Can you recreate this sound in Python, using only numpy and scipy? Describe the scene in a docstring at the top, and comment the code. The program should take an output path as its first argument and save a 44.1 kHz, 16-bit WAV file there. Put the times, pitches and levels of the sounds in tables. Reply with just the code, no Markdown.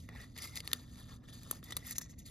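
"""Crumpled foil in the fingers, close up

Fingers fold and pinch a crumpled sheet of aluminium foil close to a two-port microphone in a quiet room.
Creases buckle with short snaps: a crack, then a dying burst of grains. Fingertips rub the sheet into a fine
rustle of clumped grains. Both ring the same foil resonances and a gliding hollow; ventilation noise
rumbles underneath with two narrow hums."""
import sys
import numpy as np
from scipy import signal
from scipy.fft import rfft, irfft, next_fast_len
from scipy.io import wavfile

SR = 44100
rng = np.random.default_rng(int(sys.argv[2]) if len(sys.argv) > 2 else 0)


def int16_out(signal):
    """Quantize to a 16-bit WAV file."""
    q = np.round(np.clip(np.atleast_2d(signal).T, -1, 1) * 32767)
    wavfile.write(sys.argv[1], SR, q.astype(np.int16))


N = 101429

# Creases buckling under the fingers. Each row: start in seconds, level in dB before SNAP_DB,
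# favoured pitch in Hz, tilt in dB per octave, decay by 60 dB in seconds, extra low body in dB.
CREASE_SNAPS = [(0.0888,-37,1990,-4.5,0.019,7), (0.16,-47.5,1910,-8,0.053,-22),
                (.2139,-43,2170,2.5,0.027,-15), (0.363,-42,1960,-8.5,0.019,-16), (0.377,-34,1900,0,0.024,6),
                (0.3859,-31,2220,-2,0.044,-23), (0.4215,-33,5200,1.5,0.056,-1),
                (0.428,-35.5,3600,-3.5,.015,-15), (0.4737,-37.5,2020,-2,0.021,-20),
                (0.5565,-25.5,4780,2.5,0.011,-20), (0.5665,-24,4440,-3,0.0092,-8),
                (0.5725,-23.5,1990,-0.5,0.013,-16), (0.6032,-23,3250,-2.5,0.013,-18),
                (0.646,-52,1200,-7,0.013,8), (.6756,-12,3300,-1.2,0.0049,-2),
                (.715,-20.5,3640,-7.5,0.0059,-17), (.7318,-5.5,3370,-1,0.0082,-2),
                (0.742,-38.5,4550,-2,0.015,-13), (0.9565,-39,6130,-3,.01,-15),
                (1.3252,-52,3630,-3.5,0.018,-8), (1.4326,-41.5,4800,3,0.013,-8),
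                (1.5111,-16,11860,4,0.014,15.5), (1.529,-46.5,776,-8,0.0078,18.5),
                (1.6285,-47.5,1820,-4.5,0.082,7.5), (1.64,-45,4830,6.5,0.031,-6),
                (1.707,-32,3900,-2,0.032,0), (1.7219,-29,3600,-2.5,0.037,7), (1.7669,-19.5,9740,3,0.02,8.5),
                (1.771,-32,1260,1.5,0.015,14), (1.826,-48.5,2000,-14,.015,-11),
                (1.8673,-52,13000,12.5,0.033,-8), (1.9093,-38,11900,9,0.022,-8),
                (1.9552,-49,3720,-3,0.034,6), (1.982,-22,6530,6,0.026,10.5),
                (2.0128,-41,6740,-13,0.011,-7.5), (2.016,-33.5,6700,-0.5,0.021,6),
                (2.2638,-47,3830,4,0.032,-6)]
# Finger pressure on the sheet, heard as rustle. Each row: time in seconds, level in dB, tilt in dB per octave.
FINGER_PRESSURE = [(0, -58.5, -1.5), (0.07, -68, -1), (0.094, -64.5, -10.5), (0.16, -56.5, -6.5),
                   (0.239, -53, -5), (0.275, -66.5, -4.5), (0.345, -68.5, -2.5), (0.365, -49.5, -4.5),
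                   (0.41, -51, -3.5), (0.423, -46, -1), (0.454, -41, 0), (0.47, -51.5, -0.5),
                   (0.53, -56, -1), (0.55, -54, -3), (0.561, -42, 1), (0.59, -49, -0.5), (0.62, -64, -3),
                   (0.638, -58, -6.5), (0.648, -53.5, -2), (0.7, -52, -4.5), (0.75, -53, -3),
                   (0.8, -57.5, -3), (0.87, -63, -3.5), (0.92, -60.5, -1), (1.0, -53, -2.3),
                   (1.062, -62, -4), (1.111, -53, -5), (1.165, -61, -1.7), (1.191, -74.5, -6),
                   (1.225, -75, -9.5), (1.239, -60, -6.5), (1.265, -68, -5), (1.285, -52.5, -5),
                   (1.316, -60, -4.5), (1.332, -52.5, -3), (1.421, -59.5, -2.5), (1.469, -57.5, -4),
                   (1.53, -50.5, -1.5), (1.59, -60, -3.5), (1.619, -72, -3), (1.644, -59, 0),
                   (1.7, -51.5, -5), (1.745, -61, -5.5), (1.79, -56, -4.5), (1.835, -60.5, -1.5),
                   (1.85, -49.5, -1.5), (1.869, -48, 1.5), (1.929, -44, 2.5), (1.944, -67, -1),
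                   (1.958, -45.5, -1), (1.972, -56, 2.5), (2.0, -68, -12), (2.013, -55, 7),
                   (2.055, -62, -4), (2.075, -73, -6), (2.105, -60, 3.5), (2.14, -67, -8.5),
                   (2.149, -80, 0), (2.175, -77, -5), (2.191, -55, 6), (2.215, -66.5, -4),
                   (2.244, -75.5, -1), (2.263, -50.5, 0.5), (2.3, -59, 0.5)]
# The resonance the grip favours in the rustle. Each row: time in seconds, pitch in Hz, lift in dB.
GRIP_RESONANCE = [(0, 1900, -18), (.3, 4700, 4.5), (.55, 5360, 6.5), (.7, 3540, -2), (1.05, 3460, 2.5),
                  (1.12, 1220, 5), (1.25, 1310, 3), (1.32, 4200, 5), (1.6, 3760, -8), (1.7, 1950, -6),
                  (1.9, 6560, 1), (2.0, 6760, 18.5), (2.22, 6880, 14.5), (2.27, 4030, 5.5)]
# Low body of the rustle. Each row: time in seconds, extra level in dB.
RUSTLE_BODY = [(0, -8), (.15, -3.5), (.3, -5.5), (.5, -1), (.7, -1.5), (1.1, -2), (1.4, -4.5), (1.55, 1),
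               (1.75, -1.5), (1.95, 0), (2.3, -5.5)]
# Resonances of the folded sheet between the hands. Each row: centre in Hz, width in Hz, relative level in dB.
FOIL_RESONANCES = [(276, 69, -16.5), (436, 320, -11.5), (740, 820, -10), (1222, 340, -9.5),
                   (1980, 700, -23), (2940, 990, -9.5), (3576, 390, -4), (4610, 725, -2.5),
                   (4970, 520, -4.5), (6354, 690, -5.5), (7540, 520, -5), (9240, 1130, -1.5),
                   (10380, 820, -4), (11100, 1100, -2.5), (12500, 3700, 0), (14470, 2640, -3.5)]
# Narrow ring of the hollow between sheet and hands. Each row: time in seconds, centre in Hz, level in dB.
HOLLOW_RING = [(.09, 1944, -5.5), (.17, 1880, -3), (.36, 1945, -12.5), (.485, 2107, -6), (.6, 2027, -9.5),
               (.72, 1794, -11.5), (1.5, 1793, -14.5), (1.72, 1984, -7), (1.77, 2020, -12.5),
               (1.9, 1930, -0.5), (2.0, 1835, -4.5), (2.14, 1970, -6)]
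# Colour of the room noise. Each row: frequency in Hz, relative density in dB per Hz.
AIR_SPECTRUM = [(11, -62), (18, -9.5), (70, 5), (160, -0.5), (268, -7.5), (398, -21.5), (529, -21),
                (703, -27), (961, -45), (1240, -59), (2450, -56), (8090, -69), (16000, -71)]
# Likeness of the room noise at the two ports. Each row: frequency in Hz, left-right correlation.
AIR_LIKENESS_BY_HZ = [(60, 1), (130, 1), (260, 0.71), (550, 0.06), (1200, 0.23), (8000, 1)]
# Fan hum. Each row: centre in Hz, width in Hz, rms level in dB.
FAN_HUM = [(116.1, 1.47, -63.5), (243.9, 6.5, -64.5)]
# Phase between the microphone ports. Each row: frequency in Hz, lead of the left port in radians.
PORT_LEAD = [(0, 0), (1350, .4), (1550, 2.8), (1750, 0), (2500, .5), (3100, 1.2), (4000, 1), (4700, .5),
             (5100, 0), (5600, -1.1), (6700, -1.2), (7700, -2.6), (8400, -3.14), (9000, -3.5),
             (11100, -5.9), (12100, -6.3), (14300, -8.4), (15300, -9.4), (16500, -9.4)]
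# Level between the microphone ports. Each row: frequency in Hz, left minus right in dB.
PORT_LEVEL = [(60, 2.5), (99, -3), (160, -1.5), (270, -1), (450, 0.5), (740, 2.5), (1220, 5.5),
              (2010, -2.5), (3330, 4), (5500, 2.5), (9080, 0.5), (15000, -0.5)]

# snaps
SNAP_DB, SNAP_SCATTER_DB, SNAP_RISE_S = -6.5, 2.5, .0003
SNAP_GRAINS_PER_S, SNAP_UNEVEN_DB = 14000, 5.5
CRACK_DB = -3  # crack against the burst that follows
# rustle: fine grains, sparser micro-ticks, and level wander with its bandwidth in Hz
RUB_GRAINS_PER_S, RUB_UNEVEN_DB = 7000, 2.5
TICKS_PER_S, TICK_UNEVEN_DB, TICK_DB = 700, 4.5, -7.5
CLUMP_DB, CLUMP_HZ = 1, 38
SHIMMER_DB, SHIMMER_HZ = 0.28, 12.7  # each resonance on its own
GLINT_DB, GLINT_HZ = 2, 50  # the same, quicker
# colour of both drives
FAVOUR_DB, FAVOUR_OCTAVES = 5.5, 0.13
TILT_FOOT_HZ, TILT_PIVOT_HZ, SNAP_TILT_TOP_HZ, RUB_TILT_TOP_HZ = 1000, 4000, 15000, 9000
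BODY_TOP_HZ = 1500  # resonances below this are the low body
HOLLOW_WIDTH_HZ, HOLLOW_FED_BY = 116, 4  # index of the foil resonance whose drive feeds the hollow
# surroundings and microphone
SPREAD_DB, SPREAD_S = -14, 0.0034  # rustle reaching each ear from the whole sheet
ROOM_DB, ROOM_T60_S, ROOM_DELAY_S = -24, .07, .003
AIR_DB = -53.5
CUTOFF_HZ = 16700


def snaps():
    """Drive of each resonance: one crack, then a dying burst of grains; the low body answers the crack alone."""
    burst = grains(SNAP_GRAINS_PER_S, SNAP_UNEVEN_DB)
    spread = rng.standard_normal((len(CREASE_SNAPS), len(FOIL_RESONANCES)))
    hz = np.array(FOIL_RESONANCES)[:, 0]
    low = hz < BODY_TOP_HZ
    drive = np.zeros((len(hz), N))
    for (start, db, pitch, tilt, t60, body), chance in zip(CREASE_SNAPS, spread):
        first = int(start * SR)
        t = np.arange(min(int(t60 * SR), N - first)) / SR
        shape = (1 - np.exp(-t / SNAP_RISE_S)) * amp(-60 * t / t60)
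        tint = colour(hz, tilt, SNAP_TILT_TOP_HZ, pitch, FAVOUR_DB) + low * body
        gain = amp(db + SNAP_DB + tint + SNAP_SCATTER_DB * chance)
        stretch = slice(first, first + len(t))
        drive[:, stretch] += np.outer(gain * ~low, shape * burst[stretch])
        # the crack is a single click, sized by the energy of the burst
        drive[:, first + int(SNAP_RISE_S * SR)] += gain * amp(CRACK_DB) * np.sqrt(np.sum(shape ** 2))
    return drive


def rustle():
    """Drive of each resonance: clumped grains and ticks under the finger pressure, each resonance shimmering."""
    level, tilt = in_time(FINGER_PRESSURE)
    pitch, lift = in_time(GRIP_RESONANCE)
    body, = in_time(RUSTLE_BODY)
    fine = grains(RUB_GRAINS_PER_S, RUB_UNEVEN_DB)
    ticks = amp(TICK_DB) * grains(TICKS_PER_S, TICK_UNEVEN_DB)
    rub = (fine + ticks) * amp(level + CLUMP_DB * drift(CLUMP_HZ))
    drive = []
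    for hz, _, _ in FOIL_RESONANCES:
        tint = colour(hz, tilt, RUB_TILT_TOP_HZ, pitch, lift) + (hz < BODY_TOP_HZ) * body
        flicker = SHIMMER_DB * drift(SHIMMER_HZ) + GLINT_DB * drift(GLINT_HZ)
        drive.append(rub * amp(tint + flicker))
    return np.array(drive)


def colour(hz, tilt, top_hz, pitch, favour_db):
    """Level in dB of a resonance: a tilt over the middle range plus a lift around the favoured pitch."""
    slope = tilt * np.log2(np.clip(hz, TILT_FOOT_HZ, top_hz) / TILT_PIVOT_HZ)
    return slope + favour_db * np.exp(-(np.log2(hz / pitch) / FAVOUR_OCTAVES) ** 2)


def foil(drive):
    """A drive rings the sheet's resonances, in alternating sign, and the hollow behind it."""
    sound = hollow(drive[HOLLOW_FED_BY])
    for k, (hz, width, db) in enumerate(FOIL_RESONANCES):
        narrowness = np.sqrt(SR / 4 / width) / 2  # makes up for the noise a narrow ring lets by
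        sound = sound + (-1) ** k * amp(db) * narrowness * resonate(drive[k], hz, width)
    return sound


def hollow(drive):
    """A resonance whose centre glides as the hands move: shift down, smooth, shift back."""
    hz, db = in_time(HOLLOW_RING)
    turn = np.exp(2j * np.pi * np.cumsum(hz) / SR)
    r = np.exp(-np.pi * HOLLOW_WIDTH_HZ / SR)
    ring = signal.lfilter([1 - r], [1, -r], (drive + 1e-18) / turn) * turn
    return amp(db) * np.sqrt(SR / 4 / HOLLOW_WIDTH_HZ) * ring.real


def scatter(x, level_db, t60, delay):
    """A diffuse dying tail of noise, different in each ear."""
    t = np.arange(int(t60 * SR)) / SR
    tail = rng.standard_normal((2, len(t))) * amp(-60 * t / t60) * (t > delay)
    tail = tail / np.sqrt((tail ** 2).sum() / 2)
    return amp(level_db) * signal.fftconvolve(x[None], tail, axes=1)[:, :N]


def air():
    """Ventilation rumble and hiss as shaped noise, with two hum lines of narrow, wavering noise."""
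    hz = np.fft.rfftfreq(N, 1 / SR)
    mid, side = rfft(rng.standard_normal((2, N))) * amp(at_hz(AIR_SPECTRUM, hz))
    alike = np.clip(at_hz(AIR_LIKENESS_BY_HZ, hz), -1, 1)
    noise = irfft(np.sqrt(1 + alike) * mid + np.sqrt(1 - alike) * side * [[1], [-1]], N)
    hum = sum(amp(db) * rms_one(resonate(rng.standard_normal(N), f, width)) for f, width, db in FAN_HUM)
    return amp(AIR_DB) * rms_one(noise) + hum


def grains(rate, uneven_db):
    """Tiny random clicks of uneven size and either sign, rms 1; rate is the mean number per second."""
    size = amp(uneven_db * np.minimum(rng.exponential(1, N), 4)) * rng.choice([-1, 1], N)
    return rms_one(size * (rng.random(N) < rate / SR))


def resonate(x, hz, width):
    """Two-pole resonance, gain 1 on top."""
    r = np.exp(-np.pi * width / SR)
    zeros = np.array([1, 0, -1]) * (1 - r * r) / 2
    poles = [1, -2 * r * np.cos(2 * np.pi * hz / SR), r * r]
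    return signal.lfilter(zeros, poles, x + 1e-18)


def drift(rate):
    """Slow random wander, spread 1: noise smoothed below rate in Hz, drawn at every 20th sample."""
    r = np.exp(-2 * np.pi * rate * 20 / SR)
    noise = rng.standard_normal(N // 20 + 2002)
    slow = signal.lfilter([1], [1, -2 * r, r * r], noise)[2000:]  # skip the settling
    return np.interp(np.arange(N) / 20, np.arange(len(slow)), rms_one(slow))


def in_time(rows):
    """Columns of a curve, sample by sample."""
    s, *columns = np.transpose(rows)
    return [np.interp(np.arange(N) / SR, s, c) for c in columns]


def at_hz(points, hz):
    """Read a spectrum table on a log-frequency axis."""
    f, v = np.transpose(points)
    return np.interp(np.log(hz + 1), np.log(f + 1), v)


def amp(db):
    """Decibels to gain."""
    return 10 ** (np.asarray(db) / 20)


def rms_one(x):
    """Scale to unit rms."""
    return x / np.sqrt(np.mean(x ** 2) + 1e-20)


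def scene():
    """Foil close by, its tail in the room, the room's air."""
    snapped, rubbed = foil(snaps()), foil(rustle())
    wide = rubbed + scatter(rubbed, SPREAD_DB, SPREAD_S, 0)
    room = scatter(snapped + rubbed, ROOM_DB, ROOM_T60_S, ROOM_DELAY_S)
    return snapped + wide + room + air()


def record(dry):
    """The two microphone ports differ in phase and level by frequency; the top is cut."""
    size = next_fast_len(N + 2048)
    hz = np.fft.rfftfreq(size, 1 / SR)
    f, phase = np.transpose(PORT_LEAD)
    # each port takes half of the difference
    half = amp(at_hz(PORT_LEVEL, hz) / 2) * np.exp(.5j * np.interp(hz, f, phase))
    ports = irfft(rfft(dry, size) * [half, 1 / half], size)[:, :N]
    low_pass = signal.cheby2(14, 50, CUTOFF_HZ, fs=SR, output="sos")  # 50 dB down from the cutoff up
    return signal.sosfilt(low_pass, ports)


dry = scene()
out = record(dry)
int16_out(out)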